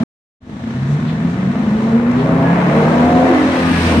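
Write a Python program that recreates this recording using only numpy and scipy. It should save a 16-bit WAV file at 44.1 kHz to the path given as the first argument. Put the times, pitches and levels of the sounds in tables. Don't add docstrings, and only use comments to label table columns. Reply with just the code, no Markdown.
import sys
import numpy as np
from scipy import signal
from scipy.fft import rfft, irfft
from scipy.io import wavfile
from scipy.ndimage import uniform_filter1d, minimum_filter1d

SR = 44100
rng = np.random.default_rng(int(sys.argv[2]) if len(sys.argv) > 2 else 0)


def bounce(signal):
    frames = np.transpose(np.atleast_2d(signal))
    limited = np.clip(frames, -1, 1)
    pcm = np.round(limited * 32767).astype(np.int16)
    wavfile.write(sys.argv[1], SR, pcm)


N = 176400
SLOW_WAVER_HZ, FAST_WAVER_HZ = 9.6, 18


def undb(db):
    return 10 ** (np.asarray(db) / 20)


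def curve(rows, column=1):
    rows = np.array(rows, float)
    return np.interp(np.arange(N) / SR, rows[:, 0], rows[:, column])


def response(points, hz):
    f, db = np.array(points, float).T
    return undb(np.interp(np.log(np.maximum(hz, 1)), np.log(f), db))


def walk(bandwidth_hz):
    f = np.arange(N // 2 + 1) * SR / N
    drift = irfft(rfft(rng.standard_normal(N)) * np.exp(-(f / bandwidth_hz) ** 2), N)
    return drift / drift.std()


def flutter(bandwidth_hz, count=800):
    f = np.fft.fftfreq(count, N / SR / count)
    gain = rng.standard_normal(count) + 1j * rng.standard_normal(count)
    gain = np.fft.ifft(np.fft.fft(gain) * np.exp(-(f / bandwidth_hz) ** 2))
    return np.interp(np.arange(N), np.linspace(0, N, count), gain / gain.std())


def unit(sound):
    return sound / sound.mean(axis=0).std()


# f/Hz, level/dB
WIDTH = [(60,-27),(130,-31.5),(250,-19),(500,-13),(1000,-2.5),(2000,1.5),(8000,-1)]
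def noise(spectrum, gate=1):
    f = np.arange(N // 2 + 1) * SR / N
    mid, side = irfft(rfft(rng.standard_normal((2, N)) * gate) * response(spectrum, f), N)
    side = irfft(rfft(side) * response(WIDTH, f), N)
    return np.array([mid + side, mid - side]) / mid.std()


SNATCH_END_S, SNATCH_CYCLE_HZ = .037, 27.195
SNATCH_DB = dict(drone=-17, throb=-18, bark=-31.5, rasp=-38, hiss=-46.5, snarl=-34)
def with_snatch(values, opening):
    return np.where(np.arange(N) / SR < SNATCH_END_S, opening, values)


BALANCE_DB = dict(throb=0.64, bark=0.5, rasp=3, hiss=-1)
def place(name, sound, db):
    balance = undb(np.array([[.5], [-.5]]) * BALANCE_DB[name])
    return unit(sound) * undb(with_snatch(db, SNATCH_DB[name])) * balance


# t/s, f/Hz
CYCLE_RATE = [(0.42, 13.1), (0.6, 13.9), (0.83, 16.9), (1.01, 19.0), (1.25, 20.9), (1.45, 23.6),
              (1.69, 26.2), (2.0, 29.3), (2.2, 31.3), (2.6, 35.4), (2.85, 39.1), (3.25, 43.2), (3.42, 43.4),
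              (3.64, 43.0), (3.84, 42.0), (4.0, 39.2)]
def engine(wobble_cycles=.0038, wobble_hz=12):
    hz = with_snatch(curve(CYCLE_RATE), SNATCH_CYCLE_HZ)
    return hz, np.cumsum(hz) / SR + wobble_cycles * walk(wobble_hz)


CYLINDER_DB = [0, -8.5, -7, -4.5, -3, -6.5, -5, -4.5]
def puffs(cycles, scatter_db=1.5, decay_periods=.99, depth=.47):
    firing = cycles * len(CYLINDER_DB)
    index = firing.astype(int)
    scatter = scatter_db * rng.standard_normal(2000)[index]
    size = undb(np.array(CYLINDER_DB)[index % len(CYLINDER_DB)] + scatter)
    pulses = size * np.exp(-(firing % 1) / decay_periods)
    return 1 - depth + depth * pulses / pulses.mean()


# t/s, level/dB
DRONE_LEVEL = [(.42,-47),(.6,-40),(.82,-21.5),(.91,-13.5),(.97,-13),(1.0,-28),(1.06,-22),(1.2,-25),(1.26,-17.5),(1.33,-27.5),(1.45,-18.5),(1.58,-20),(1.68,-17),(1.87,-15.5),(1.92,-17.5),(1.97,-14),(2.18,-12.5),(2.23,-23),(2.38,-20),(2.62,-24.5),(2.8,-28.5),(3.15,-31),(3.5,-21.5),(3.62,-26),(3.8,-33.5),(4,-17.5)]
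def drone(hz, cycles, clean_above_hz=28):
    roughness = .4 * np.clip(2 * (1 - hz / clean_above_hz), 0, 1) ** .5
    waver = .39 * flutter(SLOW_WAVER_HZ) + roughness * flutter(FAST_WAVER_HZ)
    tone = np.sqrt(2) * np.exp(2j * np.pi * len(CYLINDER_DB) * cycles)
    note = (tone * (1 + waver)).real / np.sqrt(1 + roughness ** 2)
    return note * undb(with_snatch(curve(DRONE_LEVEL), SNATCH_DB["drone"]))


ORDER_DB = {3:-7.5, 4:1.5, 5:-1.5, 6:7, 7:0, 9:2, 10:1, 11:-7, 12:5.5, 13:0.5, 14:-2.5, 15:2, 16:2, 17:-1,
            18:1.5, 19:-7.5, 20:2, 24:3}
def exhaust(hz, cycles, pipe, orders, waver, waver_hz, unlisted_db=-9.5):
    mid, side, power = 0, 0, 0
    for order in orders:
        if order == 8:
            continue
        gain = undb(ORDER_DB.get(order, unlisted_db)) * response(pipe, order * hz)
        tone = gain * np.exp(2j * np.pi * (order * cycles + rng.random()))
        mid = mid + (tone * (1 + waver * flutter(waver_hz))).real
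        side = side + (tone * flutter(waver_hz)).real * response(WIDTH, order * hz)
        power = power + gain ** 2 * (1 + waver ** 2) / 2
    return np.array([mid + side, mid - side]) / np.sqrt(power)


# f/Hz, level/dB
SILENCER = [(25,-25.5),(50,-20),(80,-4),(115,-4),(140,1.5),(170,-4.5),(200,5),(250,5.5),(295,-10),(350,-11.5),(500,-29),(900,-64.5)]
# t/s, level/dB
THROB_LEVEL = [(.42,-44),(.51,-28),(.75,-22.5),(1.0,-20),(1.6,-18),(2.05,-21),(2.25,-18),(2.6,-21),(3.0,-16),(3.35,-22.5),(3.6,-22),(3.8,-18),(4,-19.5)]
def throb(hz, cycles, flow, turbulence_db=3.5):
    tones = exhaust(hz, cycles, SILENCER, range(3, 22), waver=.81, waver_hz=SLOW_WAVER_HZ)
    turbulence = undb(turbulence_db) * noise(SILENCER, flow)
    return place("throb", tones + turbulence, curve(THROB_LEVEL))


# f/Hz, level/dB
PIPE = [(150,-43),(270,-11),(335,0.5),(385,-5),(430,2),(485,-2.5),(540,0),(590,-4),(660,-1.5),(710,-5.5),(770,-4),(830,-5),(950,-4.5),(1150,-9),(1400,-14.5),(2500,-51)]
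# t/s, bark level/dB, rasp level/dB, hiss level/dB
BARK_RASP_HISS = [(0.42, -53.5, -59.5, -67), (0.5, -41, -50, -55.5), (0.71, -34.5, -39.5, -48.5),
                  (1.49, -30.5, -36, -48.5), (1.88, -24.5, -35, -46), (2.06, -25, -34, -51),
                  (2.22, -23, -32.5, -45.5), (2.34, -19.5, -32, -48.5), (2.6, -19.5, -27, -45),
                  (2.8, -17, -27.5, -41.5), (3.18, -17.5, -29.5, -41), (3.35, -18, -25, -40.5),
                  (3.47, -23, -27.5, -38.5), (3.6, -20, -26.5, -39.5), (3.73, -24.5, -27.5, -42),
                  (3.82, -22, -26.5, -37), (3.93, -18.5, -27, -35.5), (4.0, -23, -30.5, -48)]
def bark(hz, cycles, flow, turbulence_db=2.5):
    tones = exhaust(hz, cycles, PIPE, range(9, 36), waver=1, waver_hz=SLOW_WAVER_HZ)
    turbulence = undb(turbulence_db) * noise(PIPE, flow)
    return place("bark", tones + turbulence, curve(BARK_RASP_HISS, column=1))


# left delay/ms, right delay/ms, gain
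WALL_ECHOES = [(1.1,1.6,0.048),(3.4,2.7,0.21),(6.3,5.4,.3),(13.0,10,0.24)]
def wall(sound):
    out = sound
    for *delays_ms, gain in WALL_ECHOES:
        echo = [np.roll(channel, int(ms * SR / 1000)) for channel, ms in zip(sound, delays_ms)]
        out = out + gain * np.array(echo)
    return unit(out)


# f/Hz, level/dB
RASP_SPECTRUM = [(500,-24),(950,0),(1150,1.5),(1400,0),(1650,1),(2200,-3.5),(2800,-11),(3800,-22.5),(5000,-30),(9000,-49.5)]
def rasp(flow):
    return place("rasp", wall(noise(RASP_SPECTRUM, flow)), curve(BARK_RASP_HISS, column=2))


# f/Hz, level/dB
HISS_SPECTRUM = [(1500,-20.5),(3000,6.5),(4100,5.5),(4700,-2),(5800,-0.5),(7500,-5.5),(8800,-8.5),(10000,-21.5),(12000,-24.5),(14000,-26.5)]
def hiss(flow):
    return place("hiss", wall(noise(HISS_SPECTRUM, np.sqrt(flow))), curve(BARK_RASP_HISS, column=3))


# f/Hz, level/dB
BOOM_CHAMBER = [(100,-23.5),(135,-4),(172,3),(190,2),(220,-30)]
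HOWL_CHAMBER = [(175,-28),(220,2.5),(262,-5.5),(300,-2.5),(345,-23.5),(420,-40)]
SNARL_PIPE = [(590,-25),(650,2),(695,3.5),(735,-5),(770,-20.5),(820,-38)]
# t/s, level/dB
BOOM_LEVEL = [(.42,-51.5),(2.08,-30),(2.18,-21),(2.45,-16),(2.62,-14.5),(2.8,-17.5),(3.0,-20),(3.2,-22.5),(3.42,-33.5),(3.66,-20),(3.8,-21.5),(4,-22)]
HOWL_LEVEL = [(.42,-49),(2.6,-40.5),(2.76,-18.5),(3.0,-21),(3.14,-13),(3.25,-17.5),(3.38,-11.5),(3.52,-17),(3.64,-28),(3.72,-14.5),(3.85,-28),(3.94,-12.5),(4,-9.5)]
SNARL_LEVEL = [(.42,-62),(.7,-48),(1.6,-34.5),(1.9,-48.5),(2.15,-33.5),(2.3,-27),(2.6,-28),(2.8,-37),(3.15,-33),(3.35,-26),(3.48,-38),(4,-48)]
def resonators(hz, cycles):
    boom = exhaust(hz, cycles, BOOM_CHAMBER, (4, 5), waver=.5, waver_hz=FAST_WAVER_HZ)
    howl = exhaust(hz, cycles, HOWL_CHAMBER, (6, 7), waver=.5, waver_hz=FAST_WAVER_HZ)
    snarl = exhaust(hz, cycles, SNARL_PIPE, range(15, 52), waver=.35, waver_hz=FAST_WAVER_HZ)
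    snarl_db = with_snatch(curve(SNARL_LEVEL), SNATCH_DB["snarl"])
    return boom * undb(curve(BOOM_LEVEL)) + howl * undb(curve(HOWL_LEVEL)) + snarl * undb(snarl_db)


def swell(t, at, half_width):
    return np.exp(-((t - at) / half_width) ** 2)


# t/s, half-width/s, centre f/Hz, level/dB
SCUFFS = [(.92,0.044,6400,-50),(1.096,.03,3500,-41),(1.32,0.037,6500,-54),(1.84,0.049,5800,-54.5),(2.116,0.0028,6500,-44.5),(2.204,0.028,3400,-41.5)]
def scuffs(t):
    out = 0
    for at, half_width, hz, db in SCUFFS:
        band = [(hz / 4, -35), (hz / 2, -6), (hz, 0), (hz * 1.3, -7), (hz * 2, -36)]
        out = out + undb(db) * swell(t, at, half_width) * noise(band)
    return out


# order, t/s, half-width/s, level/dB
OVERTONES = [(15.98,1.96,0.16,-32),(24,1.9,0.13,-34.5),(17.1,2.32,.08,-28.5),(12.8,2.2,0.046,-27),(20,2.53,0.13,-25),(18,2.66,0.26,-28),
             (14.15,2.72,0.051,-26),(11.98,2.88,0.093,-22.5),(17.06,3.15,0.26,-21),(13,3.15,.12,-27),(7,3.22,0.054,-20),
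             (15.34,3.22,0.17,-28),(8,3.31,0.027,-15),(12.9,3.5,0.089,-28.5),(11.94,3.2,0.1,-22)]
def overtones(t, cycles, waver=.65, waver_hz=26, width=.39):
    out = 0
    for order, at, half_width, db in OVERTONES:
        tone = np.sqrt(2) * np.exp(2j * np.pi * (order * cycles + rng.random()))
        mid = (tone * (1 + waver * flutter(waver_hz))).real
        side = width * (tone * flutter(SLOW_WAVER_HZ)).real
        out = out + undb(db) * swell(t, at, half_width) * np.array([mid + side, mid - side])
    return out


# t/s, level/dB
BASS_LEVEL = [(.42,-68),(2.0,-46),(2.6,-34.5),(2.9,-38.5),(3.15,-26.5),(3.42,-33.5),(3.6,-31.5),(3.78,-22),(4,-18)]
def tailpipe_bass(cycles, waver=.3):
    tone = np.sqrt(2) * np.exp(2j * np.pi * 2 * cycles)
    return (tone * (1 + waver * flutter(SLOW_WAVER_HZ))).real * undb(curve(BASS_LEVEL))


# t/s, half-width/s, f/Hz, level/dB
WHINES = [(2.49,0.047,1675,-31.5),(2.92,.12,1587,-36),(3.378,.05,2000,-34),(3.57,0.17,1965,-37),(3.672,0.057,1230,-30),(3.762,0.091,1680,-32),(3.906,0.068,2330,-36)]
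def whines(t, sink_per_s=.1, waver=.68):
    out = 0
    for at, half_width, hz, db in WHINES:
        pitch = hz * (1 - sink_per_s * (t - at))
        tone = np.sqrt(2) * np.exp(2j * np.pi * np.cumsum(pitch) / SR)
        fading = 1 + waver * np.array([flutter(FAST_WAVER_HZ) for _ in range(2)])
        out = out + undb(db) * swell(t, at, half_width) * (tone * fading).real
    return out


# f/Hz, level/dB
WHIRR_SPECTRUM = [(1500,-5.5),(2400,7.5),(3300,1),(4200,-2.5),(5500,-5.5),(7300,-18),(8300,-9.5),(9000,-8.5),(9900,-22),(12000,-20),(14000,-35)]
def close_pass(t, pass_s=3.857, half_width_s=.26, whirr_db=-28.5, air_db=-38):
    nearness = 1 / (1 + ((t - pass_s) / half_width_s) ** 2)
    air = noise([(15, -15), (40, 5), (80, 5.5), (200, -25.5), (1000, -50)])
    grit_db = 1.5 * walk(bandwidth_hz=350)
    whirr = wall(noise(WHIRR_SPECTRUM, undb(grit_db)))
    return nearness * (undb(whirr_db) * whirr + undb(air_db) * air)


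def scene(cut_s=.0008, approach_s=.404, fade_s=.029, right_lag_samples=4):
    t = np.arange(N) / SR
    hz, cycles = engine()
    flow = puffs(cycles)
    car = throb(hz, cycles, flow) + bark(hz, cycles, flow) + rasp(flow) + hiss(flow)
    car = car + drone(hz, cycles) + resonators(hz, cycles) + overtones(t, cycles)
    car = car + whines(t) + tailpipe_bass(cycles) + close_pass(t)
    left, right = car + scuffs(t)
    right = np.pad(right, (right_lag_samples, 0), mode="edge")[:N]
    snatch = np.clip((SNATCH_END_S - t) / cut_s, 0, 1)
    approach = np.clip((t - approach_s) / fade_s, 0, 1)
    return np.array([left, right]) * (snatch + approach)


def record(dry, ceiling=.93, cutoff_hz=12900):
    gain = np.minimum(1, ceiling / (np.abs(dry).max(axis=0) + 1e-9))
    gain = uniform_filter1d(minimum_filter1d(gain, size=400), size=400)
    lowpass = signal.ellip(10, .1, 80, cutoff_hz, fs=SR, output="sos")
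    return signal.sosfilt(lowpass, dry * gain)


dry = scene()
out = record(dry)
bounce(out)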